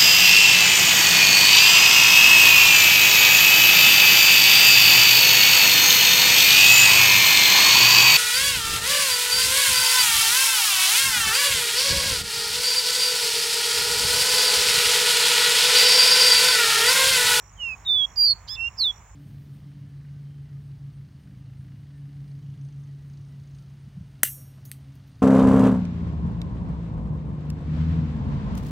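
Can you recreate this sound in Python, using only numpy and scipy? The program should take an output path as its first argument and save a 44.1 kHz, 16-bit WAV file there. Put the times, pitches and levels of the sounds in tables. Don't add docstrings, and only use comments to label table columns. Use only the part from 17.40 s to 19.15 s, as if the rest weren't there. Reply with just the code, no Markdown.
import sys
import numpy as np
from scipy import signal
from scipy.fft import rfft, irfft
from scipy.io import wavfile
from scipy.ndimage import uniform_filter1d

SR = 44100
rng = np.random.default_rng(int(sys.argv[2]) if len(sys.argv) > 2 else 0)


def generate_wav(signal):
    frames = np.transpose(np.atleast_2d(signal))
    scaled = np.clip(frames, -1, 1) * 32767
    pcm = np.round(scaled).astype(np.int16)
    wavfile.write(sys.argv[1], SR, pcm)


N = 77175
TIME = np.arange(N) / SR
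EDGE_S = .0025


def from_db(db):
    return 10 ** (np.asarray(db) / 20)


def rms_one(x):
    return x / np.sqrt(np.mean(x ** 2) + 1e-20)


def in_time(rows):
    seconds, *columns = np.transpose(rows)
    return [np.interp(TIME, seconds, column) for column in columns]


def at_hz(points, hz):
    point_hz, value = np.transpose(points)
    return np.interp(np.log(hz), np.log(point_hz), value)


def drift(rate):
    r = np.exp(-2 * np.pi * rate / SR)
    wander = signal.lfilter([1], [1, -2 * r, r * r], rng.standard_normal(N + SR))
    return rms_one(wander[SR:])


def pan(db):
    ratio = np.atleast_1d(from_db(db))
    return 2 * np.array([ratio, np.ones_like(ratio)]) / (1 + ratio)


def gate(start, end):
    from_edge = np.minimum(TIME - start, end - TIME)
    return np.sin(np.pi / 2 * np.clip(from_edge / EDGE_S + .5, 0, 1)) ** 2


def bird():
    # time in seconds, pitch in Hz, level in dB, left minus right in dB.
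    opening = [(0.165, 3206, -69, -9), (0.207, 2937, -35, -9.0), (0.235, 2815, -28.5, -7.5),
               (0.289, 2658, -31, -12), (0.337, 2532, -34, -11.5), (0.346, 2530, -40, -11)]
    slur = [(0.45, 3830, -50, -2), (0.468, 3696, -28, -0.5), (0.5, 3563, -19, -6.5),
            (0.542, 3535, -19.5, -6.5), (0.638, 3281, -21.5, -12.5), (0.652, 3340, -23, -10)]
    high = [(0.76, 4830, -44.5, -12.5), (0.78, 4795, -21, -7.5), (0.816, 4760, -16, -6),
            (0.85, 4721, -15.5, -3.5), (0.894, 4440, -18, -7.5), (0.914, 4370, -16.5, -5),
            (0.928, 4323, -22.5, -11)]
    squeak = [(1.084, 4380, -39, -11.5), (1.092, 4874, -34, -8), (1.11, 5136, -31, -11),
              (1.138, 5268, -32, -10), (1.15, 5207, -35, -9)]
    rise = [(1.16, 2845, -49, -15.5), (1.17, 2667, -43.5, -9.5), (1.202, 2696, -29, -12),
            (1.258, 2765, -26.5, -9.5), (1.284, 2821, -28.5, -7.5), (1.297, 2595, -61, -12.5)]
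    dive = [(1.374, 5530, -54.5, -3.5), (1.384, 5120, -35.5, -10), (1.408, 4390, -21, -5.5),
            (1.426, 4140, -20, -3), (1.45, 3708, -20.5, -3), (1.476, 3482, -21.5, -6.5),
            (1.51, 3344, -27.5, -10), (1.52, 3250, -59.5, -7)]
    linger = [(1.152, 3530, -37, -2), (1.159, 3510, -37, -14), (1.165, 3560, -42.5, -4.5)]
    side_tone = [(.508, 5290, -60.5, -16.5), (.52, 5280, -56, -7.5), (.536, 5280, -64.5, -9)]
    squeak_partials_db = (-28, -11, -2, -26.5, -44, -49, -34.5, -35, -32.5)
    # time in seconds, half width in seconds, centre in Hz, band width in Hz, level in dB.
    rasp_moments = [(.4505, 0.0015, 4020, 1197, -51), (0.7602, 0.0009, 4800, 806, -39.5),
                    (1.085, 0.0078, 4560, 2000, -40.5), (1.156, 0.0053, 4400, 1460, -49),
                    (1.394, 0.02, 5000, 910, -50)]

    whistles = (note(opening, (0, -26, -47, -46.5), lead=-.05)
                + note(slur, (0, -47, -36, -49), lead=.64)
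                + note(high, (0, -39.5, -40.5, -66), lead=-.38)
                + note(rise, (0, -24.5, -47.5, -40.5), lead=.09)
                + note(dive, (0, -41, -35.5, -45.5), lead=.57))
    second_voice = note(linger, [0]) + note(side_tone, [0])
    reedy_squeak = note(squeak, squeak_partials_db, order=3)
    rasps = pan(-9) * sum(rasp(*row) for row in rasp_moments)
    return whistles + second_voice + reedy_squeak + rasps


def note(course, partials_db, lead=0, order=1):
    # middle in seconds, half width in seconds, rate in Hz,
    # pitch swing in Hz, level swing in dB.
    tremors = [(.842, .016, 128, 60, .25), (.892, .034, 116, 205, 1.8), (1.389, .013, 215, 130, 1.2),
               (1.417, .015, 140, 135, .8), (1.4415, .008, 112, 170, -1.2)]
    # frequency in Hz, level in dB.
    throat = [(5500, 0), (8700, 8), (9500, -11.5), (10200, -19.5), (11200, -5), (13000, -1), (14400, 11.5),
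              (15600, -3)]
    tremor_uneven = .17
    tremor_cusp = .2
    jitter, shimmer_db, jitter_hz = .0025, .15, 75
    release_s = .0097
    overtone_lead = 2.5

    hz, db, side_db = (uniform_filter1d(c, int(EDGE_S * SR)) for c in in_time(course))

    uneven = tremor_uneven * drift(jitter_hz)
    for middle, width, rate, swing_hz, swing_db in tremors:
        cycle = 2 * np.pi * rate * (TIME - middle) + uneven
        flicks = np.cos(cycle) + tremor_cusp * np.cos(2 * cycle)
        shake = np.exp(-((TIME - middle) / width) ** 2) * flicks
        hz = hz + swing_hz * shake
        db = db + swing_db * shake
    hz = hz * (1 + jitter * drift(jitter_hz)) / order

    start, end = course[0][0], course[-1][0]
    release = np.cos(np.pi / 2 * np.clip((TIME - end) / release_s, 0, 1)) ** 2
    level = from_db(db + shimmer_db * drift(jitter_hz)) * gate(start, np.inf) * release

    left = np.array([[1], [0]])
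    phase = 2 * np.pi * np.cumsum(hz) / SR + lead * left
    tone = 0
    for k, partial_db in enumerate(partials_db, 1):
        gain = from_db(partial_db + at_hz(throat, k * hz))
        gain = gain * (k * hz < SR / 2)
        tone = tone + gain * np.sin(k * phase + overtone_lead * left * (k > order))
    return level * pan(side_db) * np.sqrt(2) * tone


def rasp(s, width, hz, band_hz, db):
    band = signal.butter(2, [hz - band_hz / 2, hz + band_hz / 2], "band", fs=SR, output="sos")
    noise = signal.sosfilt(band, rng.standard_normal(N))
    noise = signal.sosfilt(band, noise)
    return from_db(db) * np.exp(-((TIME - s) / width) ** 2) * rms_one(noise)


def grass_tail(x):
    tail_db, t60_s, delay_s = -24.5, .2, .0057
    low_hz = 3580
    t = TIME[:SR // 2]
    scatter = rng.standard_normal((2, len(t))) * from_db(-60 * t / t60_s) * (t > delay_s)
    scatter /= np.sqrt(np.sum(scatter ** 2, axis=1, keepdims=True))
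    scatter = signal.sosfilt(signal.butter(2, low_hz, "high", fs=SR, output="sos"), scatter)
    return from_db(tail_db) * signal.fftconvolve(x, scatter, axes=1)[:, :N]


def crickets():
    # start in seconds, end in seconds, level in dB.
    near_bouts = [(0., .105, -61), (.572, .82, -60), (1.377, 1.596, -58.5)]
    far_bouts = [(.125, .41, -61.5), (.575, .87, -62.5)]
    faint_bouts = [(.355, .6, -68.5), (1.15, 1.38, -64.5)]
    near = cricket(near_bouts, hz=5713, rate=56.5, sag_hz=87.5, octave_db=-21, side_db=-18)
    far = cricket(far_bouts, hz=6632.5, rate=45, sag_hz=256.5, octave_db=-43.5, side_db=0)
    faint = cricket(faint_bouts, hz=5542, rate=55.5, sag_hz=117, octave_db=-27, side_db=-11.5)
    return near + far + faint


def cricket(bouts, hz, rate, sag_hz, octave_db, side_db):
    jitter = .003
    out = 0
    for start, end, db in bouts:
        stroke = ((TIME - start) * rate) % 1
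        pitch = hz * (1 + jitter * drift(300)) - sag_hz * (stroke - .5)
        phase = 2 * np.pi * np.cumsum(pitch) / SR
        tone = np.sin(phase) + from_db(octave_db) * np.sin(2 * phase)
        out = out + 2 * from_db(db) * gate(start, end) * np.sin(np.pi * stroke) ** 2 * tone
    return pan(side_db) * out


def field():
    # frequency in Hz, relative level in dB per Hz.
    chorus_colour = [(4800, -22.5), (5700, -4), (6200, -8), (6850, 4.5), (7500, -1.5), (8000, -11),
                     (8600, -21.5), (10000, -44)]
    hush_colour = [(150, -15.5), (350, -10.5), (600, -7), (800, -2), (1050, 1.5), (1400, -6.5), (2300, -8),
                   (3200, -20), (4600, -29), (9500, -31), (12000, -33.5), (15000, -23)]
    rumble_colour = [(20, -47), (32, -31.5), (42, -5), (50, -1), (75, 0), (105, -5.5), (130, -11.5),
                     (160, -12), (220, -20.5), (330, -34.5), (600, -44.5)]
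    # time in seconds, level in dB.
    hush_swell = [(0.0, -54), (0.102, -57.5), (0.286, -51.5), (0.744, -54), (1.628, -54), (1.75, -58.5)]
    rumble_swell = [(0.0, -58), (0.106, -52), (0.116, -51), (0.906, -47), (0.954, -46), (0.994, -52),
                    (1.174, -47), (1.554, -50.5), (1.602, -47), (1.686, -60.5), (1.714, -49), (1.75, -50)]
    # frequency in Hz, level in dB.
    drone_tones = [(51.5, -56), (102, -59), (153, -66)]
    chorus_db, hush_db, rumble_db = -60, -54.5, -50.5

    chorus = from_db(chorus_db) * field_noise(chorus_colour)
    (swell_db,) = in_time(hush_swell)
    hush = from_db(hush_db + swell_db - swell_db.mean()) * field_noise(hush_colour)
    (surge_db,) = in_time(rumble_swell)
    rumble = from_db(rumble_db + surge_db - surge_db.mean()) * field_noise(rumble_colour)
    drone = 0
    for hz, db in drone_tones:
        level = from_db(db + 1.2 * drift(4))
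        drone = drone + level * np.sqrt(2) * np.sin(2 * np.pi * hz * TIME + .5 * drift(1))
    return chorus + hush + rumble + drone


def field_noise(spectrum):
    # frequency in Hz, likeness (1 same, 0 unrelated, below 0 opposed).
    likeness = [(60, 1), (290, 0.89), (1000, 0.7), (3100, 0.98), (6500, -0.3), (8000, -0.17), (15000, -0.3)]
    # frequency in Hz, left minus right in dB.
    balance = [(60, -3.5), (600, 2), (1200, -5.5), (2400, -8), (4400, -4), (6800, -1), (10000, 0.5),
               (15000, 4.5)]
    hz = np.maximum(np.fft.rfftfreq(N, 1 / SR), 1)
    mid, side = rfft(rng.standard_normal((2, N)))
    alike = np.clip(at_hz(likeness, hz), -1, 1)
    pair = np.sqrt(1 + alike) * mid + np.sqrt(1 - alike) * side * [[1], [-1]]
    top = 1 / (1 + (hz / (2 * spectrum[-1][0])) ** 10)
    colour = top * from_db(at_hz(spectrum, hz))
    return rms_one(irfft(pair * colour * pan(at_hz(balance, hz)), N))


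def scene():
    song = bird()
    return song + grass_tail(song) + crickets() + field()


def record(dry):
    low_pass = signal.ellip(10, .05, 60, 15900, fs=SR, output="sos")
    return signal.sosfiltfilt(low_pass, dry)


dry = scene()
out = record(dry)
generate_wav(out)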